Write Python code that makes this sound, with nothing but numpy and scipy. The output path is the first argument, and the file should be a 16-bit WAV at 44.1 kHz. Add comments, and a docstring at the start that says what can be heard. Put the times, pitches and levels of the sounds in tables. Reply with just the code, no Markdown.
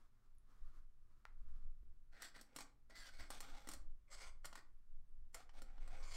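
"""Cardboard boxes shifted on a desk in a small room, over a bed of faint hum, hiss and slow, deep rumble.
First a sleeve brushes the desk, with a few light ticks, and a button clicks. Weight bumps the desk top.
From about 2 s the boxes move: their edges catch and knock, and their fibres stick and slip in scrapes
that ring the panels. Pinched cardboard squeaks around 3 s and again near 4 s.
More knocks and soft bumps follow, and a swelling scrape closes the scene."""
import sys
import numpy as np
from scipy import signal
from scipy.fft import rfft, irfft, next_fast_len
from scipy.io import wavfile
from scipy.ndimage import map_coordinates

SR = 44100
rng = np.random.default_rng(int(sys.argv[2]) if len(sys.argv) > 2 else 0)


def file_out(sig):
    """Save sig as 16-bit WAV at sys.argv[1]."""
    # one column per channel
    cols = np.atleast_2d(sig).T
    # limit, then scale
    lim = np.clip(cols, -1, 1)
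    pcm = np.round(lim * 32767).astype(np.int16)
    wavfile.write(sys.argv[1], SR, pcm)


N = 271656

TREMBLE_DB, TREMBLE_RATE = 1.8, 34  # the hand's unsteady pressure: depth, changes a second


def amp(db):
    """Decibels to gain."""
    return 10 ** (np.asarray(db) / 20)


def unit(x):
    """Scale to rms 1."""
    return x / np.sqrt(np.mean(x ** 2) + 1e-20)


def along(points, hz):
    """Read a curve of (f/Hz, value) points on a log frequency axis."""
    f, v = np.transpose(points)
    return np.interp(np.log(hz + 1), np.log(f + 1), v)


def wobble(rate, size=N):
    """A smooth random modulator, with `rate` new values a second."""
    knots = rng.standard_normal(int(size * rate / SR) + 4)
    return map_coordinates(knots, [np.arange(size) * rate / SR])


def filtered(x, response):
    """Shape x with a complex frequency response."""
    m = next_fast_len(len(x) + SR // 10)
    return irfft(rfft(x, m) * response(np.fft.rfftfreq(m, 1 / SR)), m)[:len(x)]


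def band(x, hz, kind):
    """Two-pole low-pass or high-pass."""
    return signal.sosfilt(signal.butter(2, min(hz, SR / 2 - 1), kind, fs=SR, output="sos"), x)


def resonate(x, modes):
    """Ring a body's resonances: parallel band-passes of (f/Hz, width/Hz, level/dB)."""
    return filtered(x, lambda f: sum(amp(db) * 1j * f * width / (hz * hz - f * f + 1j * f * width)
                                     for hz, width, db in modes))


def noise(spectrum):
    """Coloured noise of rms 1."""
    return unit(filtered(rng.standard_normal(N), lambda hz: amp(along(spectrum, hz))))


def add(track, s, sound):
    """Mix a sound into a track at s seconds."""
    part = track[round(s * SR):][:len(sound)]
    part += sound[:len(part)]


def background(hum_hz=120, lump_db=2, lump_rate=9.8):
    """The bed: airy hiss, a slightly unsteady mains hum and a deep rumble that comes in uneven lumps."""
    # colour of the room air and hiss: f/Hz, relative density/dB
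    air_colour = [(90, -4), (130, -4), (160, -14), (215, -9), (300, -17), (360, -15), (500, -24),
                  (800, -24), (1200, -21), (2000, -28), (3000, -32), (8000, -35), (16000, -39)]
    # colour of the rumble: f/Hz, relative density/dB
    rumble_colour = [(4.7, -27), (8.0, 3.5), (16, 7.5), (23, -8), (56, -20.5), (92, -38.5), (125, -39),
                     (155, -51.5), (200, -44), (260, -65.5), (440, -120)]
    # slow rise and fall of the rumble: t/s, level/dB
    sway = [(0.0, -61.5), (0.51, -58), (0.62, -48.5), (0.79, -53.5), (1.23, -55.5), (1.51, -43),
            (2.5, -64.5), (2.97, -53), (3.21, -46), (3.26, -52), (3.93, -45.5), (4.08, -53), (4.34, -49),
            (4.85, -61.5), (4.94, -49), (5.51, -54.5), (5.78, -46), (6.16, -46)]
    t = np.arange(N) / SR
    hum = np.sqrt(2) * np.sin(2 * np.pi * hum_hz * t + 0.55 * wobble(4.4))
    sway_db = np.interp(t, *np.transpose(sway))
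    rumble = amp(sway_db + lump_db * wobble(lump_rate)) * noise(rumble_colour)
    return amp(-82.5) * noise(air_colour) + amp(-87) * hum + rumble


def room(x, wet_db, onset_s=0.00094):
    """A small room: early reflections and a short tail off the walls, whose treble dies first."""
    # decay of the tail: f/Hz, t60/s
    decay = [(200, 0.54), (1400, 0.34), (4000, 0.28), (12000, 0.2)]
    # reflections off the nearest surfaces: delay/s, level/dB
    echoes = [(.0021, -19), (.0095, -24), (.015, -22)]
    hz, t, spectra = signal.stft(rng.standard_normal(SR // 2), SR, nperseg=256)
    tail = signal.istft(spectra * amp(-60 * t / along(decay, hz)[:, None]), SR, nperseg=256)[1]
    tail *= np.clip(np.arange(len(tail)) / SR / onset_s - .5, 0, 1)
    impulse = amp(wet_db) * tail / np.linalg.norm(tail)
    for delay, db in echoes:
        impulse[round(delay * SR)] += amp(db)
    return x + signal.fftconvolve(x, impulse)[:N]


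def desk_bumps(t60=0.19, rise_s=0.007):
    """Weight shifts onto the desk, which gives a few heavily damped swings."""
    # soft thuds through the desk: t/s, level/dB, f/Hz
    thuds = [(1.65, -55.5, 75.3), (1.799, -51.5, 45.2), (1.887, -55.5, 64.5), (3.19, -49.5, 58.4),
             (3.43, -60, 88.4), (3.76, -59, 70.4), (3.9, -52, 34.4), (4.279, -63, 74), (5.928, -55, 91),
             (6.109, -56, 94)]
    out, t = np.zeros(N), np.arange(SR // 4) / SR
    attack = 1 - np.exp(-t / rise_s)
    for s, db, hz in thuds:
        add(out, s, amp(db - 60 * t / t60) * attack * np.sin(2 * np.pi * hz * t))
    return out


def sleeve():
    """Cloth brushes the desk; each pass swells and fades as it speeds up and slows down."""
    # passes of the sleeve: middle t/s, length/s, level/dB
    passes = [(.01, 0.19, -78.5), (0.228, 0.49, -87.5), (0.603, 0.49, -79), (0.782, 0.2, -80),
              (1.17, 0.55, -88.5), (1.542, 0.49, -81)]
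    # colour of cloth on the desk top: f/Hz, relative density/dB
    cloth_colour = [(150, -10.5), (250, -1.5), (500, -10.5), (850, -11), (1220, -0.5), (1600, -9.5),
                    (2700, -19.5), (4500, -19), (8000, -24), (15000, -30.5)]
    t = np.arange(N) / SR
    speed = sum(amp(db) * np.cos(np.pi * np.clip((t - s) / length, -.5, .5)) ** 2
                for s, length, db in passes)
    return speed * amp(TREMBLE_DB * wobble(TREMBLE_RATE)) * noise(cloth_colour)


def ticks(t60=0.011):
    """Light touches, each a brief ring blurred by a wandering phase."""
    # touches: t/s, level/dB, f/Hz
    touches = [(0.351, -76, 13000), (0.384, -67, 9800), (1.831, -61, 324), (5.092, -81, 8900)]
    out, t = np.zeros(N), np.arange(SR // 10) / SR
    for s, db, hz in touches:
        blur = np.cumsum(rng.standard_normal(len(t))) * np.sqrt(hz / SR) * 0.52
        add(out, s, amp(db - 60 * t / t60) * np.sin(2 * np.pi * hz * t + blur))
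    return out


def button_click(s=1.2533, low_cut_hz=600):
    """A button snaps: a few cycles of heavily damped resonances, too small to radiate bass."""
    # modes of the button's shell: f/Hz, level/dB, t60/s
    shell = [(1380, -46, 0.0089), (1890, -42.5, 0.0032), (3930, -49.5, 0.0012)]
    out, t = np.zeros(N), np.arange(SR // 20) / SR
    add(out, s, sum(amp(db - 60 * t / t60) * np.sin(2 * np.pi * hz * t) for hz, db, t60 in shell))
    return band(out, low_cut_hz, "highpass")


def squeaks(overtone_step_db=-9):
    """Slips nearly lock to one resonance: a hoarse, narrow band with overtones glides, swells and fades."""
    # pinched cardboard: t/s, length/s, start f/Hz, end f/Hz, level/dB
    pinches = [(2.892, 0.16, 1986, 2050, -72), (2.966, 0.16, 1750, 1440, -65.5),
               (3.12, 0.096, 2150, 2230, -75), (2.993, 0.06, 4740, 4340, -72),
               (3.179, 0.053, 2450, 2200, -77), (4.086, 0.11, 571, 616, -73)]
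    out = np.zeros(N)
    for s, length, start_hz, end_hz, db in pinches:
        n = int(length * SR)
        blur_rate = 90 + .03 * start_hz  # higher squeaks spread over a wider band
        phase = 2 * np.pi * np.cumsum(np.linspace(start_hz, end_hz, n)) / SR
        swell = np.sin(np.linspace(0, np.pi, n))
        for k in range(1, 4):
            tone = wobble(blur_rate, n) * np.cos(k * phase) + wobble(blur_rate, n) * np.sin(k * phase)
            add(out, s, amp(db + overtone_step_db * (k - 1)) * swell * unit(tone))
    return out


def hand_pressure(length, swell_db, grip_s=0.018, let_go_s=0.012):
    """A hand takes hold, pushes ever harder or softer with a slight tremble, and lets go."""
    t = np.arange(SR // 3) / SR
    hold_db = swell_db * (np.minimum(t / length, 1) - .5) + TREMBLE_DB * wobble(TREMBLE_RATE, len(t))
    attack = np.minimum(t / grip_s, 1)
    release = np.exp(-np.maximum(t - length, 0) / let_go_s)
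    return attack * amp(hold_db) * release


def scrape(n, panel, grit_db, clump_db=1.0, shift_db=3.5, slips_per_s=5000, detune=0.035):
    """Fibres stick and slip in random clumps; the moving contact favours one panel mode, then another."""
    # tone of the grit, soft fibres giving little top treble: f/Hz, gain/dB
    fibre_eq = [(2600, -0.5), (3400, 12), (8800, 6), (10000, 2), (16000, -5)]
    slip_sizes = rng.standard_normal(n) * amp(clump_db * wobble(136, n))
    force = slip_sizes * (rng.random(n) < slips_per_s / SR)
    # every new grip detunes the panel a little
    modes = [(hz * np.exp(detune * rng.standard_normal()), width, db) for hz, width, db in panel]
    ring = sum(amp(shift_db * wobble(19.0, n)) * resonate(force, [mode]) for mode in modes)
    coarse = unit(band(ring, 1660, "lowpass"))
    grit = unit(filtered(band(ring, 3940, "highpass"), lambda hz: amp(along(fibre_eq, hz))))
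    return coarse - amp(grit_db) * grit


def box_slides():
    """Cardboard slides over cardboard and over the desk: each stroke is a scrape under hand pressure."""
    # panel modes when held tightly, held loosely or dragged on the desk: f/Hz, width/Hz, level/dB
    tight_panel = [(313, 106, 7.5), (674, 265, 5), (1570, 620, 11.5), (1976, 240, 12), (3330, 1200, -8),
                   (4360, 460, 2), (5050, 700, -24), (7500, 270, 3), (7900, 560, -14), (12700, 3800, -10)]
    loose_panel = [(650, 240, -4.5), (1220, 230, 2.5), (1524, 420, -1), (2134, 230, 13.5), (3150, 720, 8.5),
                   (4440, 230, -2.5), (4940, 1130, 7.5), (6330, 660, 7), (7440, 160, 17.5), (8100, 440, 6),
                   (9800, 1500, -34)]
    desk_panel = [(291, 112, 3), (537, 68, 3.5), (768, 142, 7.5), (1205, 170, -1), (1510, 620, 1),
                  (2104, 280, 2), (4680, 1100, -21.5), (5570, 320, -16), (7860, 240, -6),
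                  (12700, 1800, -13)]
    # strokes: t/s, length/s, level/dB, grit/dB re level, swell over the stroke/dB, rubbed panel
    strokes = [(2.115, 0.1, -68.5, -9.5, 12, "tight"), (2.212, 0.073, -65, 1, -16.5, "tight"),
               (2.339, 0.059, -67, -4, 0, "tight"), (2.43, 0.14, -80.5, -15, 14, "desk"),
               (2.591, 0.039, -64, 1, -8.5, "loose"), (2.893, 0.057, -68, -8, -12, "tight"),
               (2.942, .15, -67, 1.5, -0.5, "tight"), (3.109, 0.11, -74, 1, 1, "tight"),
               (3.182, 0.097, -66.5, -4.5, -9.5, "tight"), (3.3, 0.087, -68, -1, -11, "desk"),
               (3.411, 0.25, -68, -4.5, -7.5, "desk"), (3.67, 0.081, -65.5, -1.5, -2.5, "desk"),
               (4.071, 0.036, -80.5, -9, 4, "loose"), (4.099, 0.051, -62.5, -1, 7, "loose"),
               (4.161, 0.13, -65, -4.5, -6, "loose"), (4.442, 0.047, -61.5, -15, -30, "loose"),
               (4.556, 0.026, -70, -5.5, 10, "tight"), (5.338, 0.088, -66.5, -7.5, -10, "desk"),
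               (5.529, 0.063, -68.5, -5.5, 3, "desk"), (5.63, .14, -77, -12.5, -1, "desk"),
               (5.79, 0.23, -69.5, -10, 6, "desk"), (6.02, 0.21, -63.5, -3, 10, "loose")]
    out, panels = np.zeros(N), {"tight": tight_panel, "loose": loose_panel, "desk": desk_panel}
    for s, length, db, grit_db, swell_db, panel in strokes:
        pressure = hand_pressure(length, swell_db)
        add(out, s, amp(db) * pressure * scrape(len(pressure), panels[panel], grit_db))
    return out


def box_knocks(push_db=2, push_s=.00009, rattle_db=3, rattle_t60=0.04, brush_db=-24,
               body_hz=650, mid_hz=3200, edge_hz=8840, edge_spread=1.365):
    """An edge brushes closer, then gives a cushioned push and a short fibre rattle; all ring the box."""
    # edges striking or catching: t/s, relative strength/dB, body/dB re mids, edge treble/dB re mids
    hits = [(2.2207, -62, -2, 12), (2.3624, -61.5, -4, -10), (2.4122, -76, 13, 18.5),
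            (2.5622, -53.5, -1.5, 5), (2.587, -55, -7.5, -3), (2.6058, -56.5, -0.5, -1.5),
            (2.8987, -75.5, 5, -3), (3.1964, -66.5, -15, -8), (3.3037, -57.5, 6.5, 7), (3.345, -73, 2, 9),
            (3.405, -57.5, -11, 6.5), (3.6727, -58.5, 2, -2), (3.6884, -63, 13.5, 13),
            (3.715, -59.5, -6, 6), (3.7357, -62.5, -1, 10), (4.446, -59, 0, -5), (4.4543, -59, 2.5, 9),
            (4.5282, -58.5, -9, -12.5), (4.5546, -53, -20, -8), (5.3449, -59, -2, 5.5),
            (5.4933, -61.5, -9, -35), (5.6191, -65.5, 11.5, 4.5), (5.7798, -68.5, 5.5, -21),
            (5.8772, -67, -7, -4)]
    # modes of a struck box: f/Hz, width/Hz, level/dB
    box_modes = [(282, 69, 6), (528, 180, 0), (858, 326, -2), (1209, 284, 2.5), (1410, 390, -2),
                 (1890, 310, -2), (2980, 620, -4.5), (4250, 750, -2.5), (5460, 600, -2), (7290, 1170, -2),
                 (8250, 530, -8), (12740, 6000, -12), (15100, 650, -63)]
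    out, t = np.zeros(N), np.arange(SR // 8) / SR
    lead = SR // 50  # the brush starts 20 ms ahead of the hit
    for s, db, body_db, edge_db in hits:
        brush = amp(brush_db) * np.linspace(0, 1, lead) * rng.standard_normal(lead)
        push = amp(push_db) * t / push_s * np.exp(1 - t / push_s)
        rattle = amp(rattle_db - 60 * t / rattle_t60) * rng.standard_normal(len(t))
        blow = np.concatenate([brush, rattle - push])
        body = band(blow, body_hz, "lowpass")
        mids = band(band(blow, body_hz, "highpass"), mid_hz, "lowpass")
        edge = band(band(blow, edge_hz / edge_spread ** 2, "highpass"), edge_hz * edge_spread, "lowpass")
        force = amp(db + 7) * (mids - amp(body_db) * body - amp(edge_db) * edge)
        # each contact point weights the modes differently
        modes = [(hz, width, level + 2 * rng.standard_normal()) for hz, width, level in box_modes]
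        add(out, s - lead / SR, resonate(force, modes))
    return out


def scene():
    """Mono mix: boxes, ticks and button in the room; sleeve, desk bumps and background stay dry."""
    handling = room(box_knocks() + box_slides() + squeaks() + ticks(), wet_db=-7.5)
    button = room(button_click(), wet_db=-11)
    return (handling + button + sleeve() + desk_bumps() + background())[None]


def record(dry, top_hz=15800):
    """A brick-wall low-pass takes off the very top of the treble."""
    return filtered(dry[0], lambda hz: hz < top_hz)[None]


dry = scene()
out = record(dry)
file_out(out)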